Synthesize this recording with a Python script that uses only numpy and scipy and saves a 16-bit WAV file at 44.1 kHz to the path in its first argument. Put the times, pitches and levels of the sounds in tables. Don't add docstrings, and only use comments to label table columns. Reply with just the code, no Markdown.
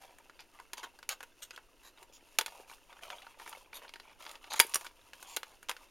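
import sys
import numpy as np
from scipy import signal
from scipy.fft import rfft, irfft, next_fast_len
from scipy.io import wavfile
from scipy.ndimage import uniform_filter1d

SR = 44100
rng = np.random.default_rng(int(sys.argv[2]) if len(sys.argv) > 2 else 0)


def bounce(signal):
    frames = np.transpose(np.atleast_2d(signal))
    limited = np.clip(frames, -1, 1)
    pcm = np.round(limited * 32767).astype(np.int16)
    wavfile.write(sys.argv[1], SR, pcm)


N = 260187
ATTACK_S, HIT_S = .0075, .2


def undb(db):
    return 10 ** (np.asarray(db) / 20)


def unit(x):
    return x / np.sqrt(np.mean(x ** 2) + 1e-18)


def add(track, start_s, sound):
    i = int(start_s * SR)
    track[i:i + len(sound)] += sound[:len(track) - i]


def fade(t, t60):
    return np.exp(-np.log(1000) * t / t60)


def low_cut(x, hz, order=2):
    return signal.sosfilt(signal.butter(order, hz, "high", fs=SR, output="sos"), x)


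def colour(x, points):
    n = 2 * next_fast_len(len(x) // 2 + 2048)
    hz, db = np.transpose(points)
    f = np.maximum(np.arange(n // 2 + 1) * SR / n, 1)
    cepstrum = irfft(np.log(undb(np.interp(np.log(f), np.log(hz), db))))
    cepstrum[1:n // 2] *= 2
    cepstrum[n // 2 + 1:] = 0
    return irfft(rfft(x, n) * np.exp(rfft(cepstrum)))[:len(x)]


# frequency_hz, gain_db
AIR_SPECTRUM = [(100, 3), (180, -13.5), (280, 7), (700, 3), (920, -15), (1300, -0.5), (3000, -10.5),
                (6000, -11), (11000, -15.5), (16000, -21.5)]
RUMBLE_SPECTRUM = [(10, -1), (25, -1), (60, -14), (120, -21), (250, -20.5), (1000, -55.5)]
def background(air_db=-70.0, rumble_db=-68.5, hiss_db=-91):
    air = unit(low_cut(colour(rng.standard_normal(N), AIR_SPECTRUM), hz=90))
    shared = rng.standard_normal(N)
    rumble = np.array([unit(colour(0.73 * shared + rng.standard_normal(N), RUMBLE_SPECTRUM))
                       for _ in range(2)])
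    return undb(air_db) * air + undb(rumble_db) * rumble + undb(hiss_db) * rng.standard_normal((2, N))


def press(t, length_s, rise_s, release_s):
    return np.sin(np.pi / 2 * np.clip(t / rise_s, 0, 1)) * fade(np.maximum(t - length_s, 0), release_s)


def wander(rate_hz):
    hold = int(SR / rate_hz)
    steps = np.repeat(rng.standard_normal(N // hold + 1), hold)
    return unit(uniform_filter1d(uniform_filter1d(steps, hold), hold)[:N])


def slips(n, per_s, spread_db):
    size = undb(spread_db * np.minimum(rng.exponential(size=n), 4))
    return unit((rng.random(n) < per_s / SR) * size * rng.choice([-1, 1], n))


def ring(modes, t, t60, scatter_db, detune):
    hz, db, decay_ratio = np.transpose(modes)[:, :, None]
    weight, pitch = rng.standard_normal((2, len(modes), 1))
    sign = rng.choice([-1, 1], (len(modes), 1))
    amplitude = sign * undb(db + scatter_db * weight) * fade(t, t60 * decay_ratio)
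    return np.sum(amplitude * np.sin(2 * np.pi * hz * (1 + detune * pitch) * t), axis=0)


def drive_part(force, modes, t60, wall_db):
    t = np.arange(int(HIT_S * SR) // 2) / SR
    modal = unit(ring(modes, t, t60, scatter_db=4, detune=0.037))
    walls = unit(rng.standard_normal(len(t)) * fade(t, t60))
    return signal.fftconvolve(force, modal + undb(wall_db) * walls)[:len(force)]


# pitch_hz, level_db, t60_ratio
CAR_MODES = [(374, -2.5, 0.92), (546, -2.5, 0.84), (780, -10.5, 1.6), (918, 3, 1.8), (1036, -9, 0.51),
             (1443, -2, 1.4), (1690, -6, 1), (1754, -5, 0.86), (2177, 2, 1), (2300, 0, 0.5),
             (3446, -2.5, 0.31), (3386, 1, 1), (4080, -3.5, 1.7), (4760, -5, 1), (4740, -7, 2.7),
             (6140, -9.5, 0.72), (6730, 5.5, 0.34), (7290, -2, 1.1), (8560, -1, 0.23), (10200, -6, 0.54),
             (10600, -9.5, 1.1), (11400, -17.5, 1)]
# frequency_hz, gain_db
RUB_SPECTRUM = [(100, -23), (220, -16.5), (330, -14.5), (700, 1), (930, -0.5), (1200, 4.5), (1450, -5.5),
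                (1900, -8.5), (2700, 1.5), (4500, -17), (7000, -19.5), (16000, -49)]
SKIN_SPECTRUM = [(1500, -25.5), (3500, 0), (6500, 1.5), (9000, 0.5), (11500, -0.5), (13500, -6.5),
                 (16000, -12.5)]
def rubbing(n, skin_db):
    drag = drive_part(slips(n, per_s=1400, spread_db=4), CAR_MODES, t60=0.015, wall_db=15)
    hiss = colour(slips(n, per_s=3500, spread_db=4), SKIN_SPECTRUM)
    return unit(colour(drag, RUB_SPECTRUM)) + undb(skin_db) * unit(hiss)


STROKE_RISE_S, STROKE_RELEASE_S = 0.022, 0.23
HOLD_DB = -71.5
# start_s, length_s, relative_level_db, skin_over_rub_db
FINGER_STROKES = [(0.0, 0.11, -59, -7), (0.522, 0.073, -64, -8), (0.763, 0.11, -63, -8),
                  (1.969, 0.052, -60, -6), (2.203, 0.18, -77.5, 4), (2.462, 0.16, -59, -3.5),
                  (2.671, 0.063, -61, 1.5), (2.879, 0.082, -64, -9), (3.008, 0.17, -54, -6.5),
                  (3.216, 0.091, -61, -6), (3.379, 0.13, -59.5, -2.5), (3.5, 0.085, -58.5, 0),
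                  (3.719, 0.13, -57.5, -10), (4.028, 0.082, -61, -13), (4.188, 0.15, -56.5, -5.5),
                  (4.408, 0.17, -61, -6), (4.604, 0.26, -57, 0.5), (4.923, 0.15, -73.5, 3),
                  (5.129, 0.19, -61, 0), (5.442, 0.074, -63, 0), (5.707, 0.12, -66, -3)]
def fingers(grip_wander_db=2, stroke_trim_db=-1):
    out, t = undb(HOLD_DB) * rubbing(N, skin_db=-2), np.arange(SR // 2) / SR
    for start_s, length_s, db, skin_db in FINGER_STROKES:
        pressure = press(t, length_s, STROKE_RISE_S, STROKE_RELEASE_S)
        add(out, start_s, undb(db + stroke_trim_db) * rubbing(len(t), skin_db) * pressure)
    return out * undb(grip_wander_db * wander(rate_hz=45))


def ticks(per_s=44, tick_db=-8, spread_db=3):
    out, t = np.zeros(N), np.arange(int(HIT_S * SR) // 4) / SR
    for tick_s in rng.random(int(per_s * N / SR)) * N / SR:
        stroking = sum(undb(db) * press(tick_s - start_s, length_s, STROKE_RISE_S, STROKE_RELEASE_S)
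                       for start_s, length_s, db, _ in FINGER_STROKES)
        effort = undb(HOLD_DB) + stroking
        tick = unit(colour(ring(CAR_MODES, t, t60=0.033, scatter_db=9, detune=0.065), RUB_SPECTRUM))
        add(out, tick_s, effort * undb(tick_db + spread_db * rng.standard_normal()) * tick)
    return out


# start_s, level_db
FINGERTIP_BUMPS = [(0.1, -64), (2.02, -58), (2.096, -61), (2.226, -62.5), (2.599, -49.5), (4.647, -47),
                   (5.367, -43)]
def thumps(contact_s=0.0012):
    out, t = np.zeros(N), np.arange(int(HIT_S * SR)) / SR
    push = np.sin(np.pi * np.minimum(t / contact_s, 1))
    for start_s, db in FINGERTIP_BUMPS:
        bump = low_cut(drive_part(push, CAR_MODES, t60=0.022, wall_db=0), hz=300, order=4)
        add(out, start_s, undb(db) * bump / np.std(bump[:int(ATTACK_S * SR)]))
    return out


# low_hz, high_hz
CONTACT_BANDS = [(200, 700), (700, 2000), (2000, 6000), (6000, 16000)]
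def balance(x, span_s, db, hollow_db, edge_db, thud_db=-11.5, thud_slope=0.74):
    wanted_db = db + np.array([thud_db + thud_slope * hollow_db, hollow_db, 0, edge_db])
    knees_hz = np.ravel([(lo * 1.2, hi / 1.2) for lo, hi in CONTACT_BANDS])
    n = int(span_s * SR)
    size = n + 2048
    f = np.arange(size // 2 + 1) * SR / size
    for _ in range(3):
        power = 2 * abs(rfft(x[:n], size)) ** 2 / (size * n)
        band_power = np.array([power[(f >= lo) & (f < hi)].sum() for lo, hi in CONTACT_BANDS])
        gain_db = wanted_db - 10 * np.log10(band_power + 1e-18)
        x = colour(x, np.column_stack([knees_hz, np.repeat(gain_db, 2)]))
    return x


# frequency_hz, gain_db
CRACK_SPECTRUM = [(100, -5), (220, -17.5), (380, 0.5), (900, 4), (3000, 5.5), (6000, -2), (10000, -5.5),
                  (13000, -10), (16000, -19)]
def impacts(table, modes, ring_s, contact_s, crack_db, wall_db, wall_t60_ratio, scatter_db, detune):
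    out, t = np.zeros(N), np.arange(int(HIT_S * SR)) / SR
    for start_s, db, hollow_db, edge_db in table:
        t60 = ring_s * np.exp(-0.003 * (db + 43.5))
        crack_noise, wall_noise = rng.standard_normal((2, len(t)))
        crack = undb(crack_db) * unit(crack_noise * fade(t, t60=0.012))
        walls = undb(wall_db) * unit(wall_noise * fade(t, t60 * wall_t60_ratio))
        modal = unit(ring(modes, t, t60, scatter_db, detune))
        hit = (modal + colour(crack + walls, CRACK_SPECTRUM)) * np.minimum(t / contact_s, 1)
        add(out, start_s, balance(hit, ATTACK_S, db, hollow_db, edge_db))
    return out


# start_s, level_db, hollow_db, edge_db
CAR_KNOCKS = [(0.185, -68, 9.5, 8.5), (0.2966, -60.5, 8, -7), (0.3919, -54, -4, -21), (0.4045, -55, -7, -4),
              (0.599, -56.5, 8.5, -5), (0.7325, -42, -3, -0.5), (0.7792, -48.5, -2, -3),
              (0.8305, -56, 3.5, -3.5), (1.9824, -60, -9, -27), (2.028, -57.5, -4, 0.5),
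              (2.3861, -24, -5.5, -0.5), (2.4107, -35, -3.5, -3.5), (2.4611, -39, -6, -2),
              (2.48, -53, 6.5, -5), (2.7134, -65.5, 14, 2), (2.9271, -58.5, 2, -10), (2.9912, -65, 9, -4),
              (3.398, -55, 6.5, -5.5), (3.4183, -65, 10, -10), (3.4607, -55, 6.5, -8),
              (3.476, -53.5, 4.5, -1), (3.5275, -51.5, 2, -9), (3.7299, -53.5, 1, -11),
              (3.8488, -63, 12, -18), (3.88, -54, -13, -26), (3.892, -51, -7, -10),
              (3.9373, -46.5, -7, -11), (3.958, -53.5, 4, -8.5), (3.9988, -51, -2, -11),
              (4.1149, -69, 10.5, -19), (4.2235, -53.5, -24, -3.5), (4.252, -53, -5, -7),
              (4.2641, -47.5, -1.5, -17), (4.2925, -50, -6, -5), (4.313, -52, -4, 1.5),
              (4.3541, -51, -4, -12.5), (4.4412, -51.5, -2, -15), (4.5186, -44, 2, -17),
              (4.5342, -45.5, -5, 6.5), (4.541, -43.5, 5.5, -8), (4.5609, -52, -8, 5.5),
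              (4.5995, -16, -5.5, -1), (4.611, -38, -1, 8.5), (4.8103, -52, 1.5, -1),
              (4.8462, -60.5, 10.5, 7), (4.8663, -47, -2.5, -7), (5.364, -40, -9.5, 7),
              (5.3685, -34.5, -5, -5)]
def shell_knocks():
    return impacts(CAR_KNOCKS, CAR_MODES, ring_s=0.036, contact_s=0.0009, crack_db=6.0,
                   wall_db=4, wall_t60_ratio=1.04, scatter_db=3.5, detune=0.008)


# frequency_hz, gain_db
SCRAPE_SPECTRUM = [(100, -44.5), (350, -16.5), (950, 2.5), (2000, 1.5), (3200, 4), (4700, -0.5), (6600, 3),
                   (9000, -5), (12000, -4), (16000, -16)]
def scrapes(table, modes, t60, wall_db, spread_db, slips_per_s=2500):
    out, t = np.zeros(N), np.arange(int(HIT_S * SR)) / SR
    for start_s, length_s, db, hollow_db, edge_db in table:
        pressure = press(t, length_s, rise_s=0.43 * length_s, release_s=0.074)
        friction = slips(len(t), slips_per_s, spread_db) * pressure
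        scrape = colour(drive_part(friction, modes, t60, wall_db), SCRAPE_SPECTRUM)
        add(out, start_s, balance(scrape, length_s, db, hollow_db, edge_db))
    return out


# start_s, length_s, level_db, hollow_db, edge_db
CAR_SLIDES = [(0.392, 0.018, -56.5, -3, -12), (0.768, 0.028, -54, -0.5, -3), (0.828, 0.012, -50, 3.5, -4),
              (1.825, 0.063, -62.5, -0.5, 0.5), (2.122, 0.045, -63, -17, 1), (3.735, 0.04, -52, -6, 0.5),
              (4.498, 0.04, -45.5, -4.5, -4), (4.553, 0.024, -47.5, -2.5, 0), (5.26, 0.089, -57.5, -2, 2)]
def shell_swishes():
    return scrapes(CAR_SLIDES, CAR_MODES, t60=0.0063, wall_db=6, spread_db=3)


# pitch_hz, level_db, t60_ratio
FIGURE_MODES = [(511, 10.5, 0.79), (927, -12.5, 1.73), (1294, -14.5, 2.3), (1462, 4.5, 0.73),
                (1642, -7.5, 1), (2270, -11.5, 1.5), (2610, -0.5, 0.85), (2874, -0.5, 0.55),
                (3324, 2, 0.37), (4460, 0, 0.32), (4870, -8.5, 1.1), (6500, -4, 0.7), (7860, 7.5, 0.39),
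                (11400, -9, 0.42)]
# start_s, level_db, hollow_db, edge_db
FIGURE_TAPS = [(0.9887, -59, 4, -1.5), (1.0281, -53, 1.5, -5.5), (1.0905, -35, -9, 2),
               (1.2056, -51.5, 5, -4), (1.2287, -52, 1.5, 0.5), (1.2342, -54, 4, -2.5),
               (1.5074, -47, -5.5, -5.5), (1.5615, -50.5, -12, -7.5), (1.5763, -54.5, 8, -6),
               (3.0336, -47.5, -5, -8), (3.1019, -44, 0, -13), (3.2208, -55, -12, -8),
               (3.2665, -58, 9.5, -18), (5.133, -49.5, -1.5, -6), (5.227, -52.5, 0, 6),
               (5.4312, -44, 1, -5), (5.6284, -60.5, 7, 5), (5.6864, -43, -8, -5),
               (5.6941, -34.5, -1.5, -2.5), (5.7035, -48.5, 6.5, -3), (5.7128, -41, -4, -3),
               (5.7657, -52.5, 2, -7)]
def figurine_taps():
    return impacts(FIGURE_TAPS, FIGURE_MODES, ring_s=0.04, contact_s=0.0006, crack_db=0.5,
                   wall_db=-2.0, wall_t60_ratio=1.3, scatter_db=6.5, detune=0.013)


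# start_s, length_s, level_db, hollow_db, edge_db
FIGURE_SLIDES = [(1.091, 0.035, -44.5, -2.5, -2.5), (1.418, 0.018, -49, -9, 3), (1.528, 0.022, -63, 3, -1)]
def figurine_squeaks():
    return scrapes(FIGURE_SLIDES, FIGURE_MODES, t60=0.014, wall_db=-4.5, spread_db=2)


# pitch_hz, level_db, t60_ratio
DOOR_LATCH_MODES = [(467, -3, 0.99), (870, -3.5, 0.53), (1150, -2, 1.5), (1954, -4.5, 1.6),
                    (3730, -5.5, 0.93), (4830, 6, 0.7), (5720, 8, 0.91), (7150, -6, 1), (10150, 8.5, 0.19),
                    (10100, -11.5, 1), (9460, 5, 1.4), (10680, 10, 0.34), (12000, -1.5, 0.72)]
# start_s, level_db, hollow_db, edge_db
DOOR_CLICKS = [(3.4935, -62.5, -2, 14.5), (4.5933, -34, -4, 8), (4.6668, -64, -10, 16.5),
               (4.6945, -68.5, -10, 20.5), (4.738, -37.5, -7, -10), (4.7436, -33.5, -14, 7),
               (4.7564, -31, -3, 2)]
def latch_clicks():
    return impacts(DOOR_CLICKS, DOOR_LATCH_MODES, ring_s=0.036, contact_s=0.00041, crack_db=0,
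                   wall_db=3, wall_t60_ratio=1.5, scatter_db=3.5, detune=0.0038)


# frequency_hz, gain_db
REVERB_SPECTRUM = [(100, -2), (350, -0.5), (1000, -2.5), (3000, -5), (7000, -12.5), (16000, -2.5)]
def room(x, wet_db=-17, t60=0.15, first_echo_s=0.0071):
    t = np.arange(SR // 2) / SR
    tail = rng.standard_normal(len(t)) * fade(t, t60) * np.clip(t / first_echo_s - 1, 0, 1)
    response = unit(colour(tail, REVERB_SPECTRUM)) / np.sqrt(len(t))
    return x + undb(wet_db) * signal.fftconvolve(x, response)[:N]


def scene():
    blows = shell_knocks() + figurine_taps() + latch_clicks()
    slides = figurine_squeaks() + shell_swishes()
    toy = blows + slides + thumps() + fingers() + ticks()
    radiated = low_cut(toy, hz=170, order=3)
    return room(radiated) + background()


def record(dry, notch_hz=7850, notch_q=9, top_hz=16200):
    ported = signal.lfilter(*signal.iirnotch(notch_hz, notch_q, fs=SR), dry)
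    return signal.sosfilt(signal.ellip(10, .2, 80, top_hz, fs=SR, output="sos"), ported)


dry = scene()
out = record(dry)
bounce(out)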